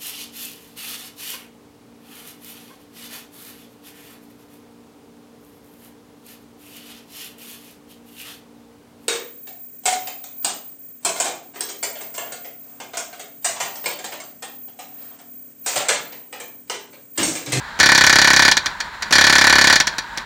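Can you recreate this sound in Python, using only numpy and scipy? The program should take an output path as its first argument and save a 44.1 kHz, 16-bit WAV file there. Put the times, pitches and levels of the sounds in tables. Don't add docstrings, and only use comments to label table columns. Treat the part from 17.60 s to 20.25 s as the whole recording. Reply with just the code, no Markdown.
import sys
import numpy as np
from scipy import signal
from scipy.fft import rfft, irfft
from scipy.io import wavfile
from scipy.ndimage import uniform_filter1d, minimum_filter1d

SR = 44100
rng = np.random.default_rng(int(sys.argv[2]) if len(sys.argv) > 2 else 0)


def unload_wav(signal):
    wavfile.write(
        sys.argv[1],
        SR,
        np.round(np.clip(np.atleast_2d(signal).T, -1, 1) * 32767).astype(np.int16),
    )


N = 116865
TAPS = 8192
T, HZ = np.arange(TAPS) / SR, np.fft.rfftfreq(TAPS, 1 / SR)

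# (time [s], low-band level [dB], steel ring level [dB], crack level [dB])
BLOWS = [(0.2, 2.7, 5, 9), (0.2297, 2.7, 2.5, 1), (0.259, 0, 2, 0.1), (0.289, 2.8, -0.3, -4),
         (0.3181, 1.5, -0.2, -7), (0.3484, -0.5, 2.2, 5), (0.3775, 0, 3, 9), (0.4092, 0.8, 1, -7),
         (0.4381, -0.2, 1, -3), (0.4659, 0.7, 3, 8), (0.4953, 1.5, 1.7, 1.4), (0.5273, -0.0, -0.5, 5.5),
         (0.5565, 0.8, 1.1, 2), (0.5858, 1.5, 1.5, 3.8), (0.6156, 0.1, 1.8, 1.9), (0.6447, -0.5, 0.3, 1),
         (0.6737, 1.5, 1.5, 5), (0.7028, 1.6, 0, -0.6), (0.7328, 1.5, -0.5, 7), (0.7631, -0.5, 3, 8),
         (0.7932, 1.5, 0, -0.6), (0.8214, 0.5, 1.5, -0.8), (0.8502, 1.3, 1.7, -6), (0.8792, 0, 0, -6),
         (0.914, -3.7, 1, 5.5), (0.969, -7.5, -2.5, 0.5), (1.0595, -12, -8, -5), (1.203, -15.5, -11.5, -14),
         (1.4226, -15.5, -11.6, -19), (1.5249, 2, 7.5, 5), (1.5535, 1, 3, 3.0), (1.5825, 2.5, 2, -1),
         (1.6106, 1.2, 2.2, -0.7), (1.6398, 1.5, 1.5, 0.0), (1.6675, 1.3, 2, 2), (1.6962, 0, 0, -5),
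         (1.7253, 0.5, 1.5, -8), (1.7537, 2.5, 3, 6), (1.7825, 0, 2.2, 6), (1.8119, 1, 0.8, -1),
         (1.8407, 2.2, 0, -4), (1.869, 2.3, 0.2, 1), (1.8967, 0.8, 0, -0.3), (1.9255, 3, 0, -1.2),
         (1.9544, 0, -1.5, -5), (1.9833, 2.5, 0.7, -3), (2.012, -0.5, 1.5, 0), (2.0411, 0.5, 1.5, -9),
         (2.0706, 1, 2, -11), (2.0988, 1.8, 2, -7), (2.1265, 0, 2, 1), (2.1573, -2, 0.3, 6),
         (2.2012, -4.5, -1.1, 5), (2.2706, -9.5, -5.5, -0.5), (2.3825, -13.5, -9.5, -11),
         (2.5743, -15.5, -15, -9.5)]


def amp(db):
    return 10 ** (np.asarray(db) / 20)


def curve(points, hz):
    freqs, values = np.transpose(points)
    return np.interp(np.log(hz + 1), np.log(freqs + 1), values)


def add(mix, start_s, sound):
    part = mix[round(start_s * SR):][:len(sound)]
    part += sound[:len(part)]


def bands(table, hz):
    centres = [row[0] for row in table]
    return np.array([curve(list(zip(centres, weights)), hz) for weights in np.eye(len(table))])


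def minimum_phase(gain):
    log_gain = np.log(np.maximum(gain, 1e-5))
    mirrored = np.r_[log_gain, log_gain[-2:0:-1]]
    return np.exp(np.conj(signal.hilbert(mirrored)))[:len(gain)]


def bursts(count, colour):
    # (frequency [Hz], rise [s], hold [s], T60 [s], after-ring [dB], coherence between bursts [0-1])
    envelopes = [(448.5, 0.006, 0.0045, 0.038, 6, 0.94), (925, 0.0032, 0.0051, 0.026, -9, 0.94),
                 (1500, 0.00046, .009, 0.012, -17.5, .92), (2200, 0.00104, 0.0088, 0.013, -11, 0.89),
                 (4100, 0.0012, 0.0093, 0.026, -12.5, 0.74), (6060, 0.00027, 0.0072, 0.042, -23, 0.67),
                 (10700, 0.00067, 0.0027, 0.044, -13, 0.2)]
    # (delay [s], frequency [Hz], width [s], added gain [ratio])
    rebounds = [(0.0024, 1800, 0.0008, 0.67), (0.00624, 1800, 0.00083, 0.43), (0.00956, 1800, 0.0012, 1.2),
                (0.00852, 4200, 0.0009, 1.74), (0.01464, 4200, 0.00057, 2.0)]
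    after_t60_s = .11
    noise = colour * np.exp(2j * np.pi * rng.random((count + 1, len(HZ)))) * np.sqrt(TAPS)
    waves = 0
    for (hz, rise, hold, t60, after_db, _), band in zip(envelopes, bands(envelopes, HZ)):
        decay = np.log(1000) * np.maximum(T - hold, 0)
        after_ring = amp(after_db) * np.exp(-decay / after_t60_s)
        bumps = sum(gain * np.exp(-((T - delay) / width) ** 2)
                    for delay, rebound_hz, width, gain in rebounds if abs(np.log2(rebound_hz / hz)) < .5)
        env = np.minimum(T / rise, 1) * np.hypot(np.exp(-decay / t60), after_ring) * (1 + bumps)
        waves = waves + irfft(noise * band) * env / np.linalg.norm(env)
    spectra = rfft(waves)
    recurring, fresh = spectra[0], spectra[1:]
    for _ in range(2):
        power = uniform_filter1d(abs(recurring / colour) ** 2, size=13)
        recurring = recurring * minimum_phase(power ** -.5)
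    coherence = curve([(row[0], row[-1]) for row in envelopes], HZ)
    return coherence * recurring + np.sqrt(1 - coherence ** 2) * fresh


def drone():
    # (frequency [Hz], relative level [dB])
    spectrum = [(20, -27), (48, -6.5), (100, -17), (200, -15), (350, -22), (560, -19), (780, -15),
                (940, -3.5), (1120, -11), (1330, -11.5), (1560, -5), (1780, -8), (2100, -15), (2800, -23.5),
                (4100, -18.5), (5000, -27.5), (6200, -33.5), (7200, -29.5), (8500, -39), (10500, -44),
                (12500, -43), (14000, -46), (15800, -43)]
    # (time [s], level [dB])
    drift = [(0, -32.5), (1.15, -31.5), (1.33, -34), (1.501, -35), (2.35, -30.5), (2.65, -36)]
    colour = amp(curve(spectrum, np.fft.rfftfreq(N, 1 / SR)))
    noise = irfft(rfft(rng.standard_normal(N)) * colour, N)
    waver_db = 2.2 * np.interp(np.linspace(0, 1, N), np.linspace(0, 1, 60), rng.standard_normal(60))
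    drift_db = np.interp(np.arange(N) / SR, *np.transpose(drift))
    return amp(drift_db + waver_db) * noise / noise.std()


def reverberation(direct):
    # (frequency [Hz], T60 [s], level [dB])
    room = [(150, 0.41, -12.5), (890, 0.53, -18.5), (1790, 0.19, -15.5), (3900, 0.19, -10.5),
            (6800, 0.2, -20.5), (13000, 0.097, -22)]
    t, hz = np.arange(SR) / SR, np.fft.rfftfreq(SR, 1 / SR)
    onset = np.clip((t - .004) / 0.0063, 0, 1)
    noise, tail = rfft(rng.standard_normal(SR)), 0
    for (_, t60, db), band in zip(room, bands(room, hz)):
        env = onset * np.exp(-np.log(1000) * t / t60)
        tail = tail + amp(db) * irfft(noise * band, SR) * env / np.linalg.norm(env)
    return signal.fftconvolve(direct, tail)[:N]


def valve():
    # (time [s], level [dB])
    openings = [(0.19, -15.5), (1.508, -14)]
    # (frequency [Hz], relative level [dB])
    spectrum = [(50, -25), (200, -9), (900, -11), (1700, -13), (3000, -16), (6000, -17), (9000, -32),
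                (15800, -40)]
    out = np.zeros(N)
    spits = bursts(len(openings), amp(40.5 + curve(spectrum, HZ)))
    for (start_s, db), spit in zip(openings, spits):
        add(out, start_s, amp(db) * irfft(spit))
    return out


def exhaust_port():
    # (time [s], level [dB])
    airflow = [(.2, 2.5), (.228, 0), (.88, 0.5), (.914, -12), (.97, -9.5), (1.06, -20.5), (1.42, -49),
               (1.524, 1), (1.553, 1.5), (2.127, 1), (2.157, -3.5), (2.2, -9), (2.27, -13)]
    # (delay [s], width [s], level [dB])
    pulses = [(.0041, 0.00092, -15), (0.0108, 0.0017, -26.5), (0.0238, .0022, -33)]
    # (frequency [Hz], relative level [dB])
    spectrum = [(30, -52), (140, -50), (350, -34.5), (600, -25.5), (2000, -54), (7500, -48), (8800, -32),
                (9400, -57), (9950, -31.5), (11000, -40), (15800, -45)]
    out, puffs = np.zeros(N), 0
    for delay, width, db in pulses:
        offset = (T - delay) / width
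        puffs = puffs + amp(db) * (offset ** 2 - 1) * np.exp(-.5 * offset ** 2)
    rushes = bursts(len(BLOWS), amp(39.5 + curve(spectrum, HZ)))
    for (start_s, *_), rush in zip(BLOWS, rushes):
        air_db = np.interp(start_s, *np.transpose(airflow))
        add(out, start_s, amp(air_db) * (puffs + irfft(rush)))
    return out


def crack():
    start_hz, end_hz, sweep_s = 7000, 4760, 0.00208
    ping_s, tick_s, lead_s = 0.0022, 0.00023, 0.00044
    out, t = np.zeros(N), T[:600]
    hz = end_hz + (start_hz - end_hz) * np.exp(-t / sweep_s)
    env = t / ping_s * np.exp(1 - 2.01 * t / ping_s)
    for (start_s, _, _, crack_db), noise in zip(BLOWS, rng.standard_normal((len(BLOWS), len(t)))):
        detune = 1 + 0.036 * noise[-1]
        ping = amp(-4) * env * np.sin(2 * np.pi * np.cumsum(hz * detune) / SR)
        tick = amp(-19) * noise * np.exp(-t / tick_s)
        add(out, start_s - lead_s, amp(crack_db) * (ping + tick))
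    return out


def metal_response():
    # (frequency [Hz], bandwidth [Hz], relative level [dB])
    pipe = [(822.3, 83, -10.5), (935, 19, -1), (1016, 42, -6), (1135, 22.3, -5.5), (1338, 46, -7.5),
            (1510, 108, -2.5), (1637, 32, -10), (1743.3, 50.5, 4.5), (1880.6, 35.5, 2.5), (2178, 44, -2),
            (2380, 40, -3.5), (2483, 21, -6)]
    # (frequency [Hz], bandwidth [Hz], relative level [dB])
    steel = [(2926, 22, -6.5), (3060, 190, -17), (3268, 10.8, 1), (3460, 61, -9.5), (3604, 19.5, -3),
             (3794, 19, -3.5), (4105, 210, -10.5), (4394, 50, -3), (4590, 63, -6.5), (4825, 14.5, -0.5),
             (5760, 240, -22), (5770, 45, -6), (6580, 17, -5), (7310, 126, -19)]
    # (frequency [Hz], relative level [dB])
    clatter = [(60, -40), (350, -28), (540, -22.5), (700, -18.5), (1200, -43), (2000, -14.5), (2700, -50),
               (3500, -20), (5000, -16), (6500, -23), (7200, -19), (8000, -29), (9500, -28), (11000, -41),
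               (14000, -44), (15800, -39)]
    peaks = sum(amp(db) ** 2 / (1 + (2 * (HZ - hz) / width) ** 2) for hz, width, db in pipe + steel)
    return amp(36) * np.sqrt(amp(curve(clatter, HZ)) ** 2 + peaks)


def hammer():
    # (frequency [Hz], level [dB], T60 [s])
    modes = [(137, -47.5, 1.1), (204.6, -43.5, 0.47), (353, -41, 0.22), (862, -31.5, 0.19),
             (3254, -30.5, 0.3), (4000, -31.5, 0.41), (5792, -41, 0.07)]
    crossover_hz = 2770
    treble = 1 - 1 / (1 + (HZ / crossover_hz) ** 6)
    fade = 1 - (T / T[-1]) ** 4
    ring = fade * sum(amp(db - 60 * T / t60) * np.sin(2 * np.pi * hz * T) for hz, db, t60 in modes)
    out = np.zeros(N)
    for (start_s, low_db, steel_db, _), chatter in zip(BLOWS, bursts(len(BLOWS), metal_response())):
        shelf = minimum_phase(amp(low_db + (steel_db - low_db) * treble))
        add(out, start_s, irfft(chatter * shelf) + amp(low_db) * ring)
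    return out


def scene():
    tool = valve() + hammer() + crack() + exhaust_port()
    return (tool + reverberation(tool) + drone())[None]


def record(dry):
    lookahead_s, cutoff_hz = 0.0013, 16050
    size = 2 * int(lookahead_s * SR) + 1
    allowed_gain = 1 / np.maximum(abs(dry), 1)
    gain = uniform_filter1d(minimum_filter1d(allowed_gain, size), size)
    lowpass = signal.firwin(401, cutoff_hz, window=("kaiser", 8), fs=SR)
    return signal.oaconvolve(dry * gain, lowpass[None], "same")


dry = scene()
out = record(dry)
unload_wav(out)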